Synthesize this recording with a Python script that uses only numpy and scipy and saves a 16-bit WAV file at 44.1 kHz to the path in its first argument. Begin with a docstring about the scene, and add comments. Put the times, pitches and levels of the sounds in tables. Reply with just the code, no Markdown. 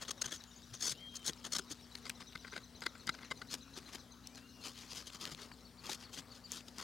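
"""A knife scales and cuts a fish, close by, on the grassy bank of a pond.
The blade rasps over the scales, crunches in behind the head, then slices along the flank; each stroke
is a burst of tiny fractures. Scales and bones tick, fish and hands knock on the ground, grass crackles.
Far off a bird trills while others chirp and whistle, over a low hum and quiet outdoor air."""
import sys
import numpy as np
from scipy import signal
from scipy.fft import rfft, irfft, next_fast_len
from scipy.io import wavfile
from scipy.ndimage import uniform_filter1d, map_coordinates

SR = 44100
rng = np.random.default_rng(int(sys.argv[2]) if len(sys.argv) > 2 else 0)


def persist_wave(psi):
    """Save psi, clipped to +-1, as 16-bit WAV."""
    counts = np.round(np.clip(psi, -1, 1) * 32767).astype(np.int16)
    wavfile.write(sys.argv[1], SR, np.atleast_2d(counts).T)


N = 301203
TIME_S = np.arange(N) / SR
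FFT_SIZE = 2 * next_fast_len(N // 2 + 8192)
FREQ_HZ = np.fft.rfftfreq(FFT_SIZE, 1 / SR)

# knife strokes: middle_s, length_s, level_db, bite_db (crunch and thud over hiss)
RASP_STROKES = [(.028, 0.023, -43.5, -3.5), (.089, 0.015, -43, -0.5), (.112, 0.0093, -33, -8.5),
                (.2205, .012, -31.5, -12.5), (.262, 0.0072, -36, -8), (.247, 0.02, -47, -0.5),
                (.286, .018, -49, -1.5), (.320, 0.018, -41, -5.5), (.347, 0.036, -44.5, -8.5),
                (.746, 0.024, -46, -10), (.837, 0.06, -37, -12.5), (.888, 0.056, -34.5, -15),
                (.922, .012, -37, -11), (1.164, 0.022, -40.5, -19), (1.252, 0.015, -47, -6),
                (1.275, 0.029, -31.5, -15.5), (1.294, 0.023, -41.5, -0.5), (1.459, .028, -42.5, -4),
                (1.530, 0.018, -32.5, -14), (1.560, 0.026, -33.5, -9), (1.591, .018, -37.5, -5),
                (1.715, 0.028, -41.5, -10.5)]  # raked over the scales
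CUT_STROKES = [(1.954, 0.0039, -39.5, -15), (2.064, 0.033, -47, -5.5), (2.098, 0.0059, -45, 0.5),
               (2.214, .022, -48, -4), (2.356, 0.0087, -45.5, 3), (2.450, .012, -57.5, 8.5),
               (2.479, .016, -54, 0), (2.533, 0.018, -52, 2.5), (2.566, 0.032, -46.5, 0.5),
               (2.824, 0.0093, -43.5, 0), (2.840, 0.01, -47, -3), (2.864, .015, -38.5, -.5),
               (2.956, .014, -61.5, 8.5), (3.076, 0.016, -42.5, -4), (3.0925, .012, -35.5, 0),
               (3.147, 0.014, -50.5, 0.5), (3.189, 0.0062, -57, 8.5), (3.231, .012, -57, 3),
               (3.315, .014, -40.5, 0), (3.420, 0.0087, -47, 2)]  # pushed through skin and bone
SLICE_STROKES = [(3.533, 0.037, -38, -10.5), (3.777, .032, -46.5, -10), (3.885, 0.053, -58, -1),
                 (3.947, 0.031, -44.5, -7), (4.378, 0.014, -52.5, -5), (4.659, 0.069, -44.5, -11),
                 (4.805, 0.16, -53.5, -9), (4.920, 0.026, -48, -11.5), (4.977, 0.077, -45, -11),
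                 (5.077, 0.025, -46.5, -13), (5.145, 0.045, -49, -10), (5.224, 0.039, -45, -7),
                 (5.268, 0.059, -50, -2.5), (5.322, 0.024, -46, -7), (5.425, 0.096, -53, -3),
                 (5.517, 0.0046, -60.5, 12.5), (5.862, 0.062, -48.5, -4), (5.898, 0.011, -41.5, -6),
                 (5.925, 0.05, -39.5, -13.5), (6.022, .056, -54, -4), (6.140, .024, -46, -13),
                 (6.180, 0.038, -45, -7), (6.355, 0.085, -60, -8), (6.548, 0.079, -45, -11),
                 (6.685, .034, -52.5, -11), (6.810, 0.069, -46.5, -4.5)]  # drawn along the wet flank
# stroke spectra: freq_hz, gain_db
RASP_SPECTRUM = [(60, -33), (150, -1.5), (450, -3.5), (900, -17.5), (1500, -9), (2400, -16), (3300, -5.5),
                 (5000, 1.5), (6500, 4.5), (7800, -9), (10500, -17), (12500, -17.5), (15800, -21)]
CUT_SPECTRUM = [(60, -15), (160, 2.5), (450, -4.5), (750, -9), (1400, 2), (2600, -9), (4300, -0.5),
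                (5500, -10.5), (6700, -10.5), (9000, -17.5), (12000, -25.5), (15800, -45)]
SLICE_SPECTRUM = [(60, -37), (160, 2), (350, 0), (650, -6), (1200, 0.5), (2000, -3.5), (3200, -3),
                  (4800, -2), (6800, -6), (8000, -10.5), (11000, -15), (15800, -25)]
# resonances of blade and fish: centre_hz, width_hz, lift_db
BLADE_RESONANCES = [(3304, 270, 9), (4430, 190, 6.5), (5440, 370, 5), (5710, 300, -11), (6600, 900, 2),
                    (8390, 920, 8), (8850, 230, -8.5), (9590, 800, 9), (11000, 490, 7.5)]
CARCASS_RESONANCES = [(1540, 126, 6.5), (1750, 170, -4), (2070, 190, 9.5), (3800, 330, 2), (4890, 260, 8.5)]
FLANK_RESONANCES = [(1310, 440, 1.2), (3220, 280, 5), (5000, 400, 4.4), (6640, 540, 3)]
# snaps of scales and small bones: start_s, peak_db, pitch_hz
SCALE_TICKS = [(0.4388, -39, 4770), (1.3334, -37, 4450), (1.585, -24.5, 5200), (1.954, -38.5, 4150),
               (2.096, -29.5, 6150), (2.1, -30.5, 2200), (2.864, -27.5, 3670), (3.0707, -31, 5540),
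               (3.0932, -28, 1600), (4.272, -35, 5200), (4.811, -43, 3800), (5.102, -42, 3300),
               (5.2537, -26, 3280), (5.348, -34, 3950), (6.5189, -24, 7060), (6.784, -30.5, 5600)]
# fish and hands on the ground, and two deep thuds of the blade in the flesh (1.294 s, 1.593 s): start_s,
# level_db, pitch_hz
KNOCKS = [(0.259, -46, 138), (.721, -50, 119), (.915, -52, 145), (1.294, -40.5, 452),
          (1.593, -40, 380), (1.71, -43.5, 292), (3.53, -48.5, 288), (3.775, -45, 365),
          (5.32, -47.5, 150), (5.893, -33, 840)]
# course of the trill: time_s, top_pitch_hz, level_db, fifth_level_db
TRILL_COURSE = [(.2, 3910, -64, -65), (1.6, 3930, -66.5, -73), (2.2, 4000, -64, -64),
                (3.1, 4206, -60, -65.5), (4.3, 4170, -63, -71), (5.2, 4440, -67, -74),
                (5.55, 4620, -63, -83), (6.1, 4610, -60.5, -84), (6.45, 4800, -57, -68),
                (6.75, 4880, -72, -82)]
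# second bird's chirps: peak_s, top_pitch_hz, level_db
CHIRP_NOTES = [(.377, 6250, -64), (.485, 7100, -67.5), (.57, 6970, -60), (.748, 6650, -55),
               (1.386, 5500, -64.5), (1.622, 5400, -64), (1.833, 5650, -63.5)]
# bird whistles, one list per call: time_s, pitch_hz, level_db
WHISTLE_CALLS = [
    [(.94, 2660, -67), (.974, 3070, -67), (1.012, 3185, -58), (1.082, 3220, -54.5), (1.15, 3185, -63),
     (1.23, 3100, -62), (1.27, 3020, -79)],
    [(4.29, 2280, -79), (4.32, 2360, -74), (4.38, 2590, -76), (4.45, 2790, -69), (4.515, 2880, -73),
     (4.6, 2780, -71), (4.63, 2640, -70)],
]
# hum tones: pitch_hz, rms_db
HUM_TONES = [(59.3, -70.5), (91, -77.5), (119.5, -73.5), (181, -74), (241.3, -66)]
# drone beside the hum: time_s, rms_db
DRONE_LEVELS = [(0, -106), (3.2, -72), (3.7, -65), (4.1, -76), (4.45, -63.5), (4.9, -79), (6.8, -71.5)]
# outdoor air: freq_hz, gain_db
AIR_SPECTRUM = [(12, -66), (20, -18), (42, -9.5), (75, -0.5), (120, -0.5), (187, -5), (240, 1), (326, -9),
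                (408, -6.5), (637, -12.5), (1280, -12.5), (2500, -20), (3800, -16), (4500, -15),
                (8550, -27), (14500, -34.5), (15800, -28.5)]


def knife():
    """Dense bright rasps, coarse hollow cuts, soft crackling slices."""
    rasps = strokes(RASP_STROKES, fractures(per_s=12000, scatter_db=4, catch_db=3.5, catch_hz=250),
                    spectrum(RASP_SPECTRUM, BLADE_RESONANCES), hiss_db=-3, crunch_db=-0.5, thud_db=-7.5,
                    rise_share=0.44, dig_share=0.1, steepness=2.3)
    cuts = strokes(CUT_STROKES, fractures(per_s=5000, scatter_db=3, catch_db=5, catch_hz=350),
                   spectrum(CUT_SPECTRUM, CARCASS_RESONANCES), hiss_db=-2.5, crunch_db=0.5, thud_db=-6.5,
                   rise_share=0.42, dig_share=0.06, steepness=2.24)
    slices = strokes(SLICE_STROKES, fractures(per_s=4000, scatter_db=4.5, catch_db=3, catch_hz=240),
                     spectrum(SLICE_SPECTRUM, FLANK_RESONANCES), hiss_db=-2.5, crunch_db=-2, thud_db=-4,
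                     rise_share=0.53, dig_share=0.08, steepness=1.9)
    # colour shifts as the contact point travels along the blade
    return shift_colour(rasps + cuts + slices, depth_db=3, span_bins=3, span_frames=5)


def strokes(table, grains, gain, hiss_db, crunch_db, thud_db, rise_share, dig_share, steepness):
    """Each stroke catches, holds, lets go: hiss at the edge, crunch in skin, a later thud in flesh."""
    drive = np.zeros((3, N))
    for middle_s, length_s, level_db, bite_db in table:
        near = slice(max(0, int((middle_s - 2 * length_s) * SR)), int((middle_s + 2 * length_s) * SR))
        peak_s = middle_s + (rise_share - 0.5) * length_s
        layers = [(level_db, 0), (level_db + bite_db, 0), (level_db + bite_db, dig_share)]
        for layer, (db, lag_share) in enumerate(layers):
            offset = (TIME_S[near] - peak_s) / length_s - lag_share
            force = np.exp(-np.abs(offset / np.where(offset < 0, rise_share, 1 - rise_share)) ** steepness)
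            force_rms = np.sqrt(np.mean(force ** 2))
            drive[layer, near] += amp(db) * force_rms * unit_rms(force * grains[layer][near])
    above_thud, above_crunch = (1 - 1 / (1 + (FREQ_HZ / edge_hz) ** 8) for edge_hz in (750, 2600))
    bands = np.sqrt([above_crunch, above_thud * (1 - above_crunch), 1 - above_thud])
    return sum(amp(db) * ring(push, gain * band)
               for db, push, band in zip((hiss_db, crunch_db, thud_db), drive, bands))


def fractures(per_s, scatter_db, catch_db, catch_hz, trains=3):
    """Trains of tiny snaps of random size, bunched alike as the contact catches and slips."""
    hits = (rng.random((trains, N)) < per_s / SR) * rng.choice([-1, 1], (trains, N))
    size_db = scatter_db * rng.standard_normal((trains, N)) + catch_db * wobble(catch_hz)
    return unit_rms(hits * amp(size_db))


def ticks(t60_s=0.0079, log_width=0.34):
    """A scale or bone gives way with one short crack."""
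    out, t = np.zeros(N + SR), np.arange(SR // 20) / SR
    hz = np.fft.rfftfreq(len(t), 1 / SR)
    for start_s, peak_db, pitch_hz in SCALE_TICKS:
        band = 1 / (1 + (np.log((hz + 1) / pitch_hz) / log_width) ** 2)
        noise = irfft(rfft(rng.standard_normal(len(t))) * band, len(t))
        crack = noise * amp(-60 * t / t60_s)
        out[round(start_s * SR):][:len(t)] += amp(peak_db) * crack / np.abs(crack).max()
    return out[:N]


def knocks(attack_s=0.00066, t60_cycles=21.4):
    """Dull, damped pushes on soft ground or deep in the flesh; low ones last longer."""
    out, t = np.zeros(N + SR), np.arange(SR // 5) / SR
    for start_s, level_db, pitch_hz in KNOCKS:
        envelope = amp(level_db - 60 * t * pitch_hz / t60_cycles) * (1 - np.exp(-t / attack_s))
        out[round(start_s * SR):][:len(t)] += envelope * np.sin(2 * np.pi * pitch_hz * t)
    return out[:N]


def handling(rasp_db=-61, cut_db=-65, slice_db=-63, spread_s=0.069):
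    """Grass and wet skin crackle under the hands, most around each stroke."""
    effort = np.zeros(N)
    for table, db in ((RASP_STROKES, rasp_db), (CUT_STROKES, cut_db), (SLICE_STROKES, slice_db)):
        nearest_s = np.min([np.abs(TIME_S - row[0]) for row in table], axis=0)
        effort = np.maximum(effort, amp(db) / (1 + (nearest_s / spread_s) ** 2))
    crackle = fractures(per_s=1300, scatter_db=6, catch_db=4.5, catch_hz=90, trains=1)[0]
    rustle = ring(effort * crackle, spectrum(SLICE_SPECTRUM))
    return shift_colour(rustle, depth_db=5, span_bins=14, span_frames=3)


def trill(notes=53, start_s=0.183, gap_s=0.11297, slowing_s=0.000395, lag_s=0.005):
    """A run of notes climbs and slows as the bird tires; its second voice lags, a fifth higher."""
    k = np.arange(notes)
    times_s = start_s + gap_s * k + slowing_s * k * (k - 1) / 2
    course_s, *columns = np.transpose(TRILL_COURSE)
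    top_hz, level_db, fifth_db = (np.interp(times_s, course_s, column) for column in columns)
    first_voice = chirps(zip(times_s, top_hz, level_db))
    return first_voice + chirps(zip(times_s + lag_s, 1.5 * top_hz, fifth_db))


def chirps(notes, rise_s=0.012, fall_s=0.021, droop=0.27, flutter_db=4.5):
    """Short bird notes; each arches over in pitch and drops steeply."""
    out, t = np.zeros(N + SR), np.arange(-SR // 40, SR // 26) / SR
    swell = np.sqrt(2) * np.exp(-(t / np.where(t < 0, rise_s, fall_s)) ** 2)
    arch = np.abs(t / np.where(t < 0, 0.019, 0.026)) ** 1.8
    quaver = 1 + 0.02 * wobble(700)
    for peak_s, top_hz, level_db in notes:
        bend = droop * amp(3 * rng.standard_normal())
        start = round((peak_s + t[0]) * SR)
        span = slice(start, start + len(t))
        out[span] += amp(level_db) * swell * sine(top_hz * np.exp(-bend * arch) * quaver[span])
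    return out[:N] * amp(flutter_db * wobble(250))


def whistles(waver=0.0035):
    """Long thin bird calls that rise and sink."""
    out = np.zeros(N)
    for call in WHISTLE_CALLS:
        times_s, hz, db = np.transpose(call)
        pitch_hz = np.interp(TIME_S, times_s, hz) * (1 + waver * wobble(150))
        gate = (TIME_S > times_s[0]) & (TIME_S < times_s[-1])
        out += np.sqrt(2) * amp(np.interp(TIME_S, times_s, db)) * gate * sine(pitch_hz)
    return out


def hum(drone_hz=269, drift_hz=0.3, sway_db=0.8):
    """Low, nearly steady tones, as of a distant pump; a drone comes and goes beside them."""
    def tone(hz):
        return np.sqrt(2) * sine(hz + drift_hz * wobble(2)) * amp(sway_db * wobble(3))
    drone = amp(np.interp(TIME_S, *np.transpose(DRONE_LEVELS))) * tone(drone_hz)
    return drone + sum(amp(db) * tone(hz) for hz, db in HUM_TONES)


def air(level_db=-61, swell_db=0.42):
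    """Quiet, uneven rush of open air."""
    rush = ring(rng.standard_normal(N), spectrum(AIR_SPECTRUM))
    rush = shift_colour(rush, depth_db=3.5, span_bins=6, span_frames=12)
    return amp(level_db - swell_db * wobble(3.005)) * rush


def bank_scatter(x, t60_s, wet_db):
    """The bank and its plants scatter a faint tail."""
    t = np.arange(SR // 2) / SR
    tail = rng.standard_normal(len(t)) * amp(-60 * t / t60_s)
    return x + amp(wet_db) * signal.fftconvolve(x, tail / np.linalg.norm(tail))[:N]


def shift_colour(x, depth_db, span_bins, span_frames):
    """Random peaks and dips come and go, shallower below 600 Hz."""
    hz, _, frames = signal.stft(x, SR, nperseg=512)
    field = uniform_filter1d(rng.standard_normal(frames.shape), span_bins, axis=0)
    field = uniform_filter1d(field, span_frames, axis=1)
    gain_db = depth_db * np.minimum(hz / 600, 1)[:, None] * unit_rms(field)
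    return signal.istft(frames * unit_rms(amp(gain_db)), nperseg=512)[1][:N]


def spectrum(points, resonances=()):
    """Gain per frequency: a smooth curve plus peaks and notches."""
    hz, db = np.transpose(points)
    curve_db = np.interp(np.log(FREQ_HZ + 1), np.log(hz), db)
    peaks_db = sum(lift_db / (1 + (2 * (FREQ_HZ - centre_hz) / width_hz) ** 2)
                   for centre_hz, width_hz, lift_db in resonances)
    return amp(curve_db + peaks_db)


def ring(x, gain):
    """Minimum-phase filter, scaled to keep the power of white noise."""
    cepstrum = irfft(np.log(np.maximum(unit_rms(gain), 1e-4)))
    cepstrum[1:FFT_SIZE // 2] *= 2
    cepstrum[FFT_SIZE // 2 + 1:] = 0
    return irfft(rfft(x, FFT_SIZE) * np.exp(rfft(cepstrum)))[..., :N]


def wobble(rate_hz):
    """Smooth random curve, rate_hz knots a second."""
    return map_coordinates(rng.standard_normal(int(N * rate_hz / SR) + 4), [TIME_S * rate_hz])


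def sine(pitch_hz):
    return np.sin(2 * np.pi * np.cumsum(pitch_hz) / SR)


def amp(db):
    return 10 ** (np.asarray(db) / 20)


def unit_rms(x):
    return x / np.sqrt(np.mean(x ** 2) + 1e-20)


def scene(pan_db=2.7):
    """Near knife work, far birds, hum and air, all louder on the left."""
    near = bank_scatter(knife() + ticks() + knocks() + handling(), t60_s=0.085, wet_db=-27)
    far = bank_scatter(trill() + chirps(CHIRP_NOTES) + whistles(), t60_s=0.3, wet_db=-7)
    return (near + far + hum() + air()) * amp([[pan_db], [-pan_db]])


def record(dry, hiss_db=-74, cutoff_hz=15900):
    """Faint hiss per channel, then a hard band limit."""
    noisy = dry + amp(hiss_db) * rng.standard_normal(dry.shape)
    return irfft(rfft(noisy, FFT_SIZE) * (FREQ_HZ < cutoff_hz))[:, :N]


dry = scene()
out = record(dry)
persist_wave(out)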